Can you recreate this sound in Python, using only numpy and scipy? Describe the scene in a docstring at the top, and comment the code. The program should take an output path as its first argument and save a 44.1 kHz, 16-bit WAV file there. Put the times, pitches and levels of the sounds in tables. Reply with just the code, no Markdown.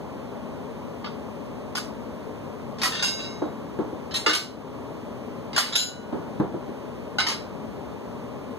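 """Iron weight plates slide onto dumbbell bars in a carpeted basement gym.
Each plate scrapes, chatters and clinks against its neighbour, then rings in its bending modes.
The dumbbells bump dully on the floor; some rock to rest. A ventilation fan hums throughout.
The camera widens the stereo image and ducks after the loudest clinks."""
import sys
import numpy as np
from scipy import signal
from scipy.fft import rfft, irfft
from scipy.io import wavfile
from scipy.ndimage import uniform_filter1d

SR = 44100
rng = np.random.default_rng(int(sys.argv[2]) if len(sys.argv) > 2 else 0)


def generate_wav(signal):
    """Clip the signal to [-1, 1] and save it as 16-bit WAV at the path in sys.argv[1]."""
    frames = np.transpose(np.atleast_2d(signal))
    scaled = np.clip(frames, -1, 1) * 32767
    pcm = np.round(scaled).astype(np.int16)
    wavfile.write(sys.argv[1], SR, pcm)


N = 378378
HIT_SAMPLES = 73728
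HIT_T = np.arange(HIT_SAMPLES) / SR
HIT_HZ = np.fft.rfftfreq(HIT_SAMPLES, 1 / SR)


def from_db(db):
    """dB to gain."""
    return 10 ** (np.asarray(db) / 20)


def at_hz(points, hz):
    """Table lookup on a log-frequency axis."""
    f, value = np.transpose(points)
    return np.interp(np.log(hz + 1), np.log(f), value)


def unit_energy(x):
    """Stereo hit scaled to mean square x seconds = 1."""
    return x / np.sqrt(np.sum(x ** 2) / (2 * SR) + 1e-20)


def decay(t60_s):
    """Envelope, -60 dB at t60_s."""
    return np.exp(-np.log(1000) * HIT_T / t60_s)


def add(out, t_s, hit):
    """Mix a hit in at t_s."""
    start = round(t_s * SR)
    out[:, start:start + HIT_SAMPLES] += hit[:, :N - start]


def coloured(x, level_db):
    """Spectrum of x after a minimum-phase filter: nothing sounds before the blow."""
    cepstrum = irfft(np.log(from_db(level_db)))
    cepstrum[1:HIT_SAMPLES // 2] *= 2
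    cepstrum[HIT_SAMPLES // 2 + 1:] = 0
    return rfft(x) * np.exp(rfft(cepstrum))


# room sound at the two microphones: f/Hz, coherence/0-1
ROOM_COHERENCE = [(60, 0.3), (130, 0), (300, 0.53), (700, 0.49), (1300, 0), (2500, 0), (15000, 0)]

def diffuse_noise(level_db, hz):
    """Shaped stereo noise, partly coherent, rms 1."""
    coherence = at_hz(ROOM_COHERENCE, hz)
    mid, side = rfft(rng.standard_normal((2, 2 * len(hz) - 2))) * from_db(level_db)
    x = irfft(np.sqrt(1 + coherence) * mid + np.sqrt(1 - coherence) * side * [[1], [-1]])
    return x / x.std()


# fan spectrum: f/Hz, relative level/dB
FAN_SPECTRUM = [(25, -49), (42, -27), (58, -10.5), (85, -4.5), (125, -1.5), (190, -1.5), (238, 4.5),
                (290, -1), (350, -4.5), (416, 2), (490, -3), (597, -1.5), (700, -9.5), (1080, -9.5),
                (1600, -22.5), (2500, -32), (6000, -42.5)]
# fan balance: f/Hz, left minus right/dB
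FAN_PAN = [(60, -6), (150, 5.5), (380, 4.5), (950, 7), (2380, -19), (5980, -2.5), (15000, -5)]
# hiss spectrum: f/Hz, relative level/dB
HISS_SPECTRUM = [(800, -21), (2500, 11), (4000, 2.5), (6000, 0.5), (10000, -12), (15000, -71.5)]

def ventilation(fan_db=-36, hiss_db=-56.5):
    """Steady air noise with duct resonances, slightly left, plus faint hiss."""
    hz = np.fft.rfftfreq(N, 1 / SR)
    pan = from_db(at_hz(FAN_PAN, hz) / 2 * [[1], [-1]])
    air = diffuse_noise(at_hz(FAN_SPECTRUM, hz), hz)
    hum = irfft(rfft(air) * pan)
    hiss = diffuse_noise(at_hz(HISS_SPECTRUM, hz), hz)
    return from_db(fan_db) * hum + from_db(hiss_db) * hiss


def contact(level_db, crack_t60_s, room_db, room_t60_s, rise_s):
    """Spectrum of one touch: a crack swelling with the first reflections, then the room tail."""
    rise = 1 - np.exp(-HIT_T / rise_s)
    fall = decay(crack_t60_s) + from_db(room_db) * decay(room_t60_s)
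    return coloured(diffuse_noise(0, HIT_HZ) * rise * fall, level_db)


def chatter(length_s, rate_hz, rebound_db, spread_db):
    """Impulses of a plate rocking or sliding on the bar: one touch, then uneven, fading ones."""
    touches = (rng.random(HIT_SAMPLES) < rate_hz / SR) * (HIT_T < 2 * length_s)
    gains = from_db(rebound_db + spread_db * rng.uniform(-1, 1, HIT_SAMPLES))
    clicks = touches * gains * np.exp(-(HIT_T / length_s) ** 2)
    clicks[0] = 1
    return clicks


def minor_modes(spacing_hz, depth_db):
    """Ripple in dB from short resonances of bar, collar and rim, new at each contact point."""
    knots_hz = np.arange(0, SR / 2, spacing_hz)
    heights = rng.standard_normal(1024)[:len(knots_hz)]
    power = from_db(depth_db * np.interp(HIT_HZ, knots_hz, heights)) ** 2
    return 10 * np.log10(power / uniform_filter1d(power, size=600))  # keeps the overall colour


def ring(drive, modes, tilt_db, t60_scale=1):
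    """Damped modes excited by a drive spectrum, each with its own share of the energy."""
    spectrum = 0
    for hz, level_db, t60_s in modes:
        width_hz = np.log(1000) / (np.pi * t60_s * t60_scale)
        mode = drive * (HIT_HZ / (hz ** 2 - HIT_HZ ** 2 + 1j * width_hz * HIT_HZ))
        gain = from_db(level_db + np.interp(hz, HIT_HZ, tilt_db))
        spectrum = spectrum + mode * (gain / np.sqrt(np.vdot(mode, mode).real))
    return irfft(spectrum) * np.sqrt(HIT_SAMPLES * SR)


SCRAPE_BODY_DB = 1.5
# plate meets neighbour: t/s, clack/dB, body/dB, treble/dB, ring/dB, rebound re blow/dB,
# chatter/s, grazes first, plate
PLATE_CLINKS = [ (1.043, -51, 15, -28, -77, -3.5, 0.014, False, "wide"),
                (1.752, -44.5, 6, 0.5, -70, 1.5, 0.016, False, "wide"),
                (2.816, -41.5, 10, 1, -51, 7.5, 0.031, True, "loose"),
                (3.024, -41, -11, -2, -38, -0.5, 0.04, True, "loose"),
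                (4.14, -45, -3, 0, -49.5, 2.5, 0.023, True, "small"),
                (4.262, -31.5, 12, -6, -35.5, 1.5, 0.033, False, "heavy"),
                (4.332, -33.5, -9, -1, -48.5, -1, 0.017, False, "small"),
                (5.562, -37.5, 8.5, 0.5, -51.5, 8, .025, True, "wide"),
                (5.754, -32.5, -12, 0, -38, -4.5, 0.055, True, "bright"),
                (7.184, -37.5, 5, -7.5, -41, -2, 0.0071, False, "wide"),
                (7.266, -40.5, 5, -4.5, -54, 1.5, 0.035, False, "wide")]

def clinks(graze_s=0.031, rim_chatter_s=0.012, rebound_s=0.017):
    """Contacts: a guided plate grazes the bar dully; the rim lands; a brighter flat fall chatters."""
    for t_s, clack_db, body_db, treble_db, ring_db, rebound_db, chatter_s, grazes, plate in PLATE_CLINKS:
        if grazes:
            yield (t_s - graze_s, clack_db - 13, SCRAPE_BODY_DB, treble_db - 8.5,
                   graze_s, ring_db - 8.5, plate)
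        yield t_s, clack_db, body_db, treble_db, rim_chatter_s, ring_db, plate
        yield (t_s + rebound_s, clack_db + rebound_db, body_db + 2, treble_db + 3,
               chatter_s, ring_db + rebound_db - 12, plate)


# plate scrapes along bar: t/s, clack/dB, length/s, ring/dB, plate
PLATE_SLIDES = [(2.92, -42, 0.12, -44.5, "loose"), (3.19, -54.5, 0.067, -47.5, "loose"),
                (5.616, -42, 0.07, -50, "wide")]

def slides(treble_db=-9):
    """Contacts: each scrape is one long, dull chatter."""
    for t_s, clack_db, length_s, ring_db, plate in PLATE_SLIDES:
        yield t_s, clack_db, SCRAPE_BODY_DB, treble_db, length_s, ring_db, plate


# iron-on-iron spectrum: f/Hz, relative level/dB
CLACK_SPECTRUM = [(150, -27), (600, -7), (1000, -2.5), (1500, 0.5), (2000, -0.5), (3000, 4.5), (4000, -0.5),
                  (5100, 7.5), (5900, -4), (7200, -3.5), (9000, -11), (11500, -14), (15000, -31)]
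# bending modes per plate: f/Hz, relative level/dB, t60/s
PLATE_MODES = { "loose": [(1511, -13, 0.9), (1545, -13, 0.8), (2162, -12, 1.1), (2729, -4, 0.45),
               (2816, -4, 0.5), (3835, -10, 0.5), (3858, -5, 1.05), (4649, -9, 0.55), (4952, 0, 0.6),
               (5120, -3, 0.6), (6239, -14, 0.6), (6404, -12, 0.7), (6804, -16, 0.8), (7223, -15, 0.6),
               (7668, -12, 0.6), (7921, -13, 0.6), (8473, -17, 0.6), (9151, -19, 0.58), (10540, -28, 0.6),
               (11320, -26, 0.6), (12062, -30, 0.6), (13074, -33, 0.6), (14953, -40, 0.45)],
               "small": [(2112, -12, 0.4), (2832, -9, 0.3), (3130, -8, 0.3), (3752, -10, 0.25),
               (3928, -1, 0.3), (4106, 2, 0.32), (4309, -1, 0.28), (5278, -1, 0.3), (6219, -10, 0.3),
               (6585, -8, 0.2), (8116, -9, 0.3), (9170, -16, 0.29), (9691, -14, 0.3), (11401, -23, 0.21),
               (12062, -25, 0.24), (13941, -30, 0.22)], "heavy": [(1522, -3, 0.4), (2110, -3, 0.3),
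               (2204, -3, 0.3), (2850, 2, 0.3), (2908, 2, 0.3), (3640, -7, 0.36), (3847, -4, 0.4),
               (4079, -6, 0.36), (4147, -4, 0.4), (4534, -9, 0.36), (4836, -2, 0.36), (5123, -4, 0.36),
               (6385, -13, 0.36), (6900, -11, 0.36), (7267, -11, 0.36), (8326, -15, 0.36),
               (9450, -23, 0.34), (9942, -25, 0.36), (10567, -23, 0.36), (11739, -25, 0.36),
               (13742, -32, 0.36)], "bright": [(1459, -16, 1.3), (1583, -13, 1.6), (2822, -11, 0.5),
               (2974, -11, 0.7), (3830, -3, 0.22), (3945, 0, 0.25), (4069, -1, 0.33), (5019, -2, 0.28),
               (5246, -3, 0.33), (5426, -5, 0.33), (6590, -10, 0.33), (6974, 0, 0.36), (7376, -14, 0.28),
               (8245, -12, 0.3), (8667, -17, 0.33), (9790, -17, 0.33), (10938, -20, 0.29),
               (11354, -18, 0.33), (11490, -19, 0.33), (11731, -21, 0.25), (12687, -27, 0.33),
               (13302, -28, 0.32)], "wide": [(876, -6, 0.3), (1053, -9, 0.35), (1427, -16, 0.7),
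               (1560, -11, 0.35), (2151, -4, 0.3), (2230, -6, 0.3), (2920, 2, 0.28), (3084, -4, 0.3),
               (3916, -4, 0.38), (4084, -4, 0.34), (4375, -7, 0.34), (4883, -1, 0.34), (5037, 0, 0.34),
               (5236, -2, 0.34), (6395, -15, 0.34), (8245, -21, 0.34), (8726, -20, 0.34), (9576, -25, 0.34),
               (11155, -26, 0.34), (12634, -34, 0.34)]}

def plates(ring_t60_scale=0.85):
    """Each contact clacks with its own body and brightness; the plate rings briefly."""
    out = np.zeros((2, N))
    body = at_hz([(720, 0.097), (1200, 1), (1700, 0.51), (2500, 0.06)], HIT_HZ)
    treble = at_hz([(4200, 0.43), (7000, 1.1), (14000, 2.13)], HIT_HZ)
    for t_s, clack_db, body_db, treble_db, chatter_s, ring_db, plate in [*clinks(), *slides()]:
        colour_db = at_hz(CLACK_SPECTRUM, HIT_HZ) + body_db * body + treble_db * treble
        colour_db += minor_modes(spacing_hz=50, depth_db=4.5)
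        touch = contact(colour_db, crack_t60_s=0.029, room_db=-9, room_t60_s=0.3, rise_s=0.00035)
        drive = touch * rfft(chatter(chatter_s, rate_hz=450, rebound_db=-5, spread_db=7))
        clack = unit_energy(irfft(drive))
        face_drive = drive + from_db(-12) * drive[::-1]  # the face radiates at both microphones
        ringing = ring(face_drive, PLATE_MODES[plate], treble_db * treble, ring_t60_scale)
        add(out, t_s, from_db(clack_db) * clack + from_db(ring_db) * ringing)
    return out


# dumbbell set on carpet: t/s, boom/dB, knock re boom/dB, weight (bass boost)/dB, rock count
DUMBBELL_LANDINGS = [(3.419, -39.5, -3.5, -14, 0), (3.788, -39, -4, -2, 1), (4.265, -35, -1, -27, 0),
                     (6.125, -44.5, 3, -2, 1), (6.399, -33, -1.5, 2.5, 2)]

def landings(rock_s=0.14):
    """Contacts: a dumbbell lands; each rock from head to head is weaker, duller and lighter."""
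    for t_s, boom_db, knock_db, weight_db, rocks in DUMBBELL_LANDINGS:
        for k in range(round(rocks) + 1):
            yield t_s + k * rock_s, boom_db - 9.5 * k, knock_db - 2.5 * k, weight_db - 5 * k


# knock spectrum on carpet: f/Hz, relative level/dB
KNOCK_SPECTRUM = [(45, -20), (130, 1.5), (400, 4.5), (600, -3.5), (900, -3.5), (1350, -12.5), (1900, -24),
                  (3000, -30), (10000, -51)]
# floor modes: f/Hz, relative level/dB, t60/s
BOOM_MODES = [(126, -35, 0.049), (171, -11, 0.04), (259, -17.5, 0.12), (311, -8, 0.079), (376, -17, 0.058),
              (484, -15.5, 0.15)]

def thuds():
    """Carpet softens the blow: dull knock and short floor boom, deeper under more weight."""
    out = np.zeros((2, N))
    bass = at_hz([(135, 0.61), (200, 0.91), (310, 0.073)], HIT_HZ)
    for t_s, boom_db, knock_db, weight_db in landings():
        colour_db = at_hz(KNOCK_SPECTRUM, HIT_HZ) + weight_db * bass
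        knock = irfft(contact(colour_db, crack_t60_s=0.45, room_db=-2.5, room_t60_s=0.4, rise_s=0.0003))
        push = contact(colour_db, crack_t60_s=0.033, room_db=5, room_t60_s=0.17, rise_s=0.00026)
        boom = ring(push + from_db(-28) * push[::-1], BOOM_MODES, weight_db * bass)
        thud = unit_energy(boom) + from_db(knock_db) * unit_energy(knock)
        add(out, t_s, from_db(boom_db) * thud)
    return out


def scene():
    """Plates and thuds over the fan."""
    return plates() + thuds() + ventilation()


# stereo crossfeed: f/Hz, share subtracted/0-1
CROSSFEED_SHARE = [(300, 0.027), (800, 0.8), (1300, 0.65), (2500, 0.67), (5000, 0.68), (8000, 0.84),
                   (15000, 1)]

def widen(x, delay_s):
    """Subtract a delayed share of each channel from the other."""
    hz = np.fft.rfftfreq(N, 1 / SR)
    spectrum = rfft(x)
    share = at_hz(CROSSFEED_SHARE, hz)
    crossed = share * np.exp(-2j * np.pi * hz * delay_s) * spectrum[::-1]
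    return irfft((spectrum - crossed) / np.sqrt(1 + share ** 2), N)


def limit(x, threshold_db, release_db_per_s, attack_s):
    """The first peak slips through; then the gain drops and creeps back."""
    power = uniform_filter1d(np.mean(x ** 2, axis=0), size=220)
    excess_db = np.maximum(10 * np.log10(power + 1e-12) - threshold_db, 0)
    recovery_db = release_db_per_s * np.arange(N) / SR
    cut_db = np.maximum.accumulate(excess_db + recovery_db) - recovery_db
    pole = np.exp(-1 / (attack_s * SR))
    return x * from_db(-signal.lfilter([1 - pole], [1, -pole], cut_db))


def record(dry):
    """Stereo widening, limiter, steep low-pass."""
    wide = widen(dry, delay_s=0.000387)
    limited = limit(wide, threshold_db=-18, release_db_per_s=14.5, attack_s=0.0041)
    lowpass = signal.cheby2(20, 60, 16000, fs=SR, output="sos")  # -60 dB from 16 kHz
    return signal.sosfilt(lowpass, limited)


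dry = scene()
out = record(dry)
generate_wav(out)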